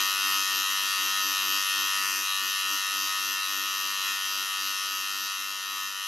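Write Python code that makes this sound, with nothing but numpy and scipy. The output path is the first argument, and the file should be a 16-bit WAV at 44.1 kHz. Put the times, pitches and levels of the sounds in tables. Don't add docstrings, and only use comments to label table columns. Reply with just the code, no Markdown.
import sys
import numpy as np
from scipy import signal
from scipy.fft import rfft, irfft, next_fast_len
from scipy.io import wavfile
from scipy.ndimage import uniform_filter1d, map_coordinates

SR = 44100
rng = np.random.default_rng(int(sys.argv[2]) if len(sys.argv) > 2 else 0)


def unload_audio(sound):
    columns = np.transpose(np.atleast_2d(sound))
    steps = np.round(np.clip(columns, -1, 1) * 32767)
    wavfile.write(sys.argv[1], SR, steps.astype(np.int16))


def gain_from_db(level_db):
    decades = np.asarray(level_db, float) / 20
    return 10 ** decades


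N = 267686

TURN_HZ = 97.455
LEAD_TURNS = 5
MIC_HIGHPASS_HZ, ROOM_HIGHPASS_HZ, EDGE_HZ = 880, 700, 13170
SLAP_LOOSE_DB, SLAP_TIGHT_DB = -23, -7.5
SHAKE_LOOSE_DB, SHAKE_TIGHT_DB = -42.5, -24
PLAY_GAIN = 1.08
PLAY_ROUND = 0.5
HUM_LEAD_RAD = 0.13
FLECK_PEAK_S, FLECK_SPREAD_S = 2.2, 2.3

# t/s, level/dB
DISTANCE_DB = [(0.0, -26), (0.15, -27), (0.32, -25.5), (0.44, -27.5), (2.06, -27.5), (2.2, -29),
               (3.03, -29), (3.96, -30.5), (4.09, -28.5), (4.18, -30), (5.29, -32), (5.61, -34),
               (5.82, -33), (5.93, -34.5), (6.07, -33.5)]
# tightest t/s, creep/s, release/s, tightness/0-1
SEIZES = [(0.0, .1, 0.22, 0.78), (.32, 0.21, 0.3, 0.71), (.57, 0.11, .1, 0.9), (.71, .05, 0.052, 0.63),
          (.83, 0.086, 0.1, 0.63), (1.04, 0.11, 0.13, 0.8), (1.27, 0.13, 0.12, 0.92),
          (1.52, 0.22, .14, 0.94), (1.82, 0.15, 0.1, 0.8), (2.04, 0.061, .2, 0.6), (2.21, 0.33, 0.06, 0.86),
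          (2.46, 0.1, 0.11, 0.8), (2.74, 0.13, 0.085, 0.88), (3.02, 0.15, 0.13, 0.84),
          (3.30, 0.2, 0.14, 0.85), (3.58, 0.18, 0.18, 0.82), (3.83, 0.21, 0.16, .85), (4.09, 0.18, .15, .6),
          (4.37, 0.19, 0.11, 0.77), (4.67, .16, 0.13, 0.81), (4.95, 0.18, .18, 0.75),
          (5.23, 0.26, 0.066, 0.8), (5.46, 0.19, 0.33, 0.6), (5.78, 0.29, 0.25, 0.7)]
# f/Hz, t60/ms, moment/turn, loose level/dB, tight level/dB
SHELL_MODES = [(1082, 8.7, 0.155, -17.1, -14.3), (1136, 27.3, 0.971, -6.2, -13.2),
               (1297, 15.6, 0.57, -7.2, -8.8), (1407, 35.1, 0.791, -1.0, -0.0),
               (1813, 31.2, 0.243, -2.2, -2.5), (1915, 9.4, 0.931, -15.3, -18.8),
               (2326, 3.8, 0.363, -22.5, -25.1)]
# f/Hz, t60/ms, moment/turn, loose level/dB, tight level/dB
BLADE_MODES = [(2794, 9.9, 0.99, -8.8, -10.8), (2875, 3.3, 0.526, -14.7, -12.9),
               (2931, 17.0, 0.913, -5.2, -10.0), (2967, 7.9, 0.849, -60.0, -9.2),
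               (3062, 26.6, 0.039, -0.0, -0.0), (3288, 40.0, 0.477, -4.0, -7.0),
               (3757, 36.6, 0.085, -3.4, -4.6), (3921, 2.0, 0.387, -15.8, -16.6),
               (3931, 7.9, 0.351, -7.7, -10.3), (4725, 29.6, 0.717, -13.6, -6.2)]
# f/Hz, t60/ms, moment/turn, loose level/dB, tight level/dB
TEETH_MODES = [(5368, 10.3, 0.541, -13.9, -25.1), (5376, 3.4, 0.502, -32.9, -16.0),
               (5998, 12.0, 0.255, -14.5, -10.5), (6088, 3.6, 0.863, -17.5, -17.7),
               (6190, 9.1, 0.795, -16.0, -33.3), (6627, 4.1, 0.375, -22.0, -22.3),
               (7373, 6.1, 0.189, -28.6, -25.7), (8617, 15.0, 0.293, -30.4, -27.1),
               (9121, 14.5, 0.143, -24.1, -22.5), (9862, 3.5, 0.944, -25.9, -29.0),
               (11274, 14.5, 0.485, -23.4, -24.7)]
# f/Hz, t60/ms, moment/turn, loose level/dB, tight level/dB
LOOSE_TICK = (11200, 2.8, .478, -17, -25)
# t/s, length/s, centre f/Hz, width/Hz, gain/dB
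GRIPS = [
    (0.026, 0.054, 1190, 120, 6.5),
    (0.324, 0.08, 1225, 120, 6),
    (1.25, 0.14, 1120, 100, -0.5),
    (2.072, 0.13, 3630, 435, -12),
    (2.085, .15, 8260, 1490, 7),
    (2.08, 0.18, 2200, 302, 9.5),
    (5.758, 0.11, 1220, 120, 7.5),
]
# f/Hz, t60/ms, moment/turn, level over the slap/dB
SLAP_MODES = [(12350, 3.6, .51, -4.5), (13160, 5.5, 0.69, -25), (12950, 3, .535, -14)]
# multiple of the turn, level at full shake/dB, share of the shake followed
HUM_ORDERS = [(1, -45, 0.56), (2, -33.5, 0.67), (3, -23, 1), (4, -28, 0.88), (5, -39, 0.078), (6, -31, 0.4),
              (7, -35.5, 0.39), (8, -34, 0.017)]
# f/Hz, density/dB per Hz
HISS_DB = [(30, -45), (170, -28), (290, -29), (720, -24), (1260, -2), (1640, -11.5), (1890, -7), (2280, -7),
           (2900, -1), (3500, -7), (6100, -5), (7900, -15.5), (10500, -16), (12500, -9), (15000, -16.5)]
# moment/turn, width/turn, level over steady hiss/dB
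REVERSALS = [(.46, 0.02, 2), (.59, 0.019, -6), (.945, .017, 2)]
# f/Hz, share/0-1
FRESH_SHARE = [(100, 0.94), (1000, 0.76), (3000, 0.66), (6000, 0.64), (12000, 1)]
# f/Hz, share/0-1
APART_SHARE = [(100, 0.07), (300, 0.021), (700, 0.04), (2500, 0.05), (6000, 0.015), (12000, 0.23)]
# f/Hz, level/dB
TILT_DB = [(60, 0.0), (240, 0.4), (940, 2.3), (3740, 2.6), (8000, 1.5), (14800, 2.3)]
# f/Hz, width/Hz, gain/dB
DIPS = [(877, 11, -3.5), (2290, 104, -6), (3430, 40, -3), (2730, 20, -0.5), (4490, 50, -4.5)]
# f/Hz, t60/s
ROOM_T60_S = [(300, 0.06), (2000, 0.23), (12000, 0.18)]


def motor(wobble_hz=0.0914):
    return np.cumsum(TURN_HZ + wobble_hz * drift(count=N, size=1200)) / SR


def turn_times(turns, moment=0):
    marks = np.arange(-LEAD_TURNS, int(turns[-1]) + 1) + moment
    known_turns = np.r_[-LEAD_TURNS, turns, turns[-1] + 2]
    known_samples = np.r_[-LEAD_TURNS * SR / TURN_HZ, np.arange(N), N + 2 * SR / TURN_HZ]
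    return np.interp(marks, known_turns, known_samples)


def tightness(loose=0, tight=1):
    t = np.arange(0, N / SR, 0.002)
    grip = np.zeros(len(t))
    for peak_s, creep_s, release_s, size in SEIZES:
        away = np.where(t < peak_s, (peak_s - t) / creep_s, (t - peak_s) / release_s)
        bump = np.cos(np.pi / 2 * np.clip(away, 0, 1)) ** (2 * PLAY_ROUND)
        grip = np.maximum(grip, size * bump)
    grip = uniform_filter1d(grip, size=10)
    return loose + (tight - loose) * np.interp(np.arange(N) / SR, t, grip)


def knocks(turns):
    at = turn_times(turns)
    t = at / SR
    tight = np.clip(np.interp(at, np.arange(N), PLAY_GAIN * tightness()), 0, 1.1)
    out = np.zeros(N)
    for modes in (SHELL_MODES, BLADE_MODES, TEETH_MODES, [LOOSE_TICK]):
        for hz, t60_ms, moment, loose_db, tight_db in modes:
            force = (1 - tight) * gain_from_db(loose_db) + tight * gain_from_db(tight_db)
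            for grip_s, length_s, grip_hz, width_hz, db in GRIPS:
                nearness = np.exp(-((t - grip_s) / length_s) ** 4 - ((hz - grip_hz) / width_hz) ** 2)
                force = force * gain_from_db(db * nearness)
            out += ring(turns, hz, t60_ms, moment, force)
    return filtered(out, 4, MIC_HIGHPASS_HZ, "high")


def ring(turns, hz, t60_ms, moment, force, wander=0.12, rattle=0.0047):
    lead, count = int(LEAD_TURNS * SR / TURN_HZ) + 1, len(force)
    at = turn_times(turns, moment) + lead
    whole = np.ceil(at).astype(int)
    slow = drift(count=count, size=5) + 1j * drift(count=count, size=5)
    quick = rng.standard_normal(count) + 1j * rng.standard_normal(count)
    rattle_size = rattle * hz / 1000 * min(1, 4 / t60_ms) ** 2
    decay = np.exp(-np.log(1000) * 1000 / t60_ms / SR)
    step = 2j * np.pi * hz / SR
    blows = np.zeros(whole[-1] + SR // 10, complex)
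    blows[whole] = force * (1 + wander * slow + rattle_size * quick)
    blows[whole] *= np.exp(step * (whole - at)) * SR / TURN_HZ
    pole = decay * np.exp(step)
    rung = signal.lfilter([(1 - decay) ** 2], [1, -2 * pole, pole ** 2], blows)
    return rung.real[lead:lead + N]


def slap(turns, idle_db=-19):
    slap_db = np.interp(turn_times(turns), np.arange(N), tightness(SLAP_LOOSE_DB, SLAP_TIGHT_DB))
    force = np.sqrt(np.maximum(gain_from_db(2 * slap_db) - gain_from_db(2 * idle_db), 0))
    return sum(ring(turns, hz, t60_ms, moment, force * gain_from_db(db)) for hz, t60_ms, moment, db in SLAP_MODES)


def hum(turns, wander=0.26, full_db=-25):
    out = np.zeros(N)
    shake_db = tightness(SHAKE_LOOSE_DB, SHAKE_TIGHT_DB) - full_db
    for order, db, share in HUM_ORDERS:
        size = gain_from_db(db + share * shake_db) * (1 + wander * drift(count=N, size=1200))
        out = out + size * np.exp(2j * np.pi * (round(order) * turns + rng.random()))
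    return out


def hiss(turns, level_db=-5.5, shake_share=0.35):
    swell = np.zeros(N)
    for moment, width, db in REVERSALS:
        from_reversal = (turns - moment + 0.5) % 1 - 0.5
        swell += gain_from_db(db) * np.exp(-0.5 * (from_reversal / width) ** 2)

    def fresh_share(hz):
        return np.clip(read(FRESH_SHARE, hz), 0.01, 0.99)

    fresh, other = rng.standard_normal((2, N))
    white = colour(fresh, lambda hz: 20 * np.log10(fresh_share(hz)))
    white += colour(scrape(turns), lambda hz: 10 * np.log10(1 - fresh_share(hz) ** 2))
    apart = colour(other, lambda hz: 20 * np.log10(np.clip(read(APART_SHARE, hz), 0.01, 1)))
    noise = colour(white + np.outer([1, -1], apart), lambda hz: read(HISS_DB, hz))
    treble = filtered(noise, 2, 3500, "high")
    bass = filtered(noise, 2, 450, "low")
    shake = gain_from_db(shake_share * (tightness(SHAKE_LOOSE_DB, SHAKE_TIGHT_DB) + 31.5)) - 1
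    return gain_from_db(level_db) * evened(noise + swell * treble + shake * bass)


def scrape(turns, size=1024):
    count = int(turns[-1]) + 2
    orders = rng.standard_normal((count, 156)) + 1j * rng.standard_normal((count, 156))
    pattern = irfft(orders, size)
    for _ in range(2):
        pattern = uniform_filter1d(pattern, size=6, axis=0)
    return evened(map_coordinates(pattern, [turns, turns % 1 * (size - 1)], order=1))


def heard(hz):
    dips = sum(db * np.exp(-((hz - f) / width_hz) ** 2) for f, width_hz, db in DIPS)
    return dips + np.outer([0.5, -0.5], read(TILT_DB, hz))


def room(x):
    taps = np.zeros((2, SR // 2))
    at = np.arange(300, SR // 2 - 20, 20)
    at = at + rng.integers(0, 20, (2, len(at)))
    np.put_along_axis(taps, at, rng.choice([-1., 1.], at.shape), 1)
    hz, t, z = signal.stft(taps, SR, nperseg=256)
    tail = signal.istft(z * gain_from_db(-60 * t / read(ROOM_T60_S, hz)[:, None]), SR, nperseg=256)[1]
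    thin = filtered(x, 4, ROOM_HIGHPASS_HZ, "high")
    return signal.fftconvolve(thin[None], tail / np.linalg.norm(tail[0]), axes=1)[:, :N]


def evened(x):
    return x / np.sqrt(np.mean(abs(x) ** 2) + 1e-20)


def drift(count, size):
    return evened(uniform_filter1d(uniform_filter1d(rng.standard_normal(count), size), size))


def read(points, hz):
    f, value = np.transpose(points)
    return np.interp(np.log(hz + 1), np.log(f + 1), value)


def curve(rows):
    t, value = np.transpose(rows)
    return np.interp(np.arange(N) / SR, t, value)


def colour(x, db_of):
    size = next_fast_len(N + SR // 10, True)
    return irfft(rfft(x, size) * gain_from_db(db_of(np.fft.rfftfreq(size, 1 / SR))), size)[..., :N]


def filtered(x, order, hz, kind):
    return signal.sosfilt(signal.butter(order, hz, kind, fs=SR, output="sos"), x)


def scene():
    turns = motor()
    ports = np.exp([1j * HUM_LEAD_RAD, -1j * HUM_LEAD_RAD])
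    shell = np.outer(ports, hum(turns)).real
    clipper = gain_from_db(curve(DISTANCE_DB)) * (knocks(turns) + slap(turns) + shell + hiss(turns))
    near = colour(clipper, heard)
    return near + gain_from_db(-15.5) * room(near.mean(0))


def top_cut(x):
    return signal.sosfilt(signal.butter(12, 15420, fs=SR, output="sos"), x)


def record(dry):
    lowpass = signal.firwin(511, EDGE_HZ, window=("kaiser", 10), fs=SR)
    low = signal.oaconvolve(dry, lowpass[None], "same")
    hz, t, z = signal.stft(dry - low, SR, nperseg=512)
    slap_db = np.interp(t, np.arange(N) / SR, tightness(SLAP_LOOSE_DB, SLAP_TIGHT_DB))
    weak = -(slap_db + 17) / 6 - ((t - FLECK_PEAK_S) / FLECK_SPREAD_S) ** 2 / 2
    flecks = uniform_filter1d(rng.standard_normal(z.shape[1:]), size=6, axis=0)
    flecks = uniform_filter1d(flecks, size=9, axis=1)
    band = (hz[:, None] > 13400) & (hz[:, None] < 14950)
    passed = band & (evened(flecks) + weak > 1.05)
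    top = signal.istft(z * passed, SR, nperseg=512)[1][:, :N]
    return top_cut(low + top)


dry = scene()
out = record(dry)
unload_audio(out)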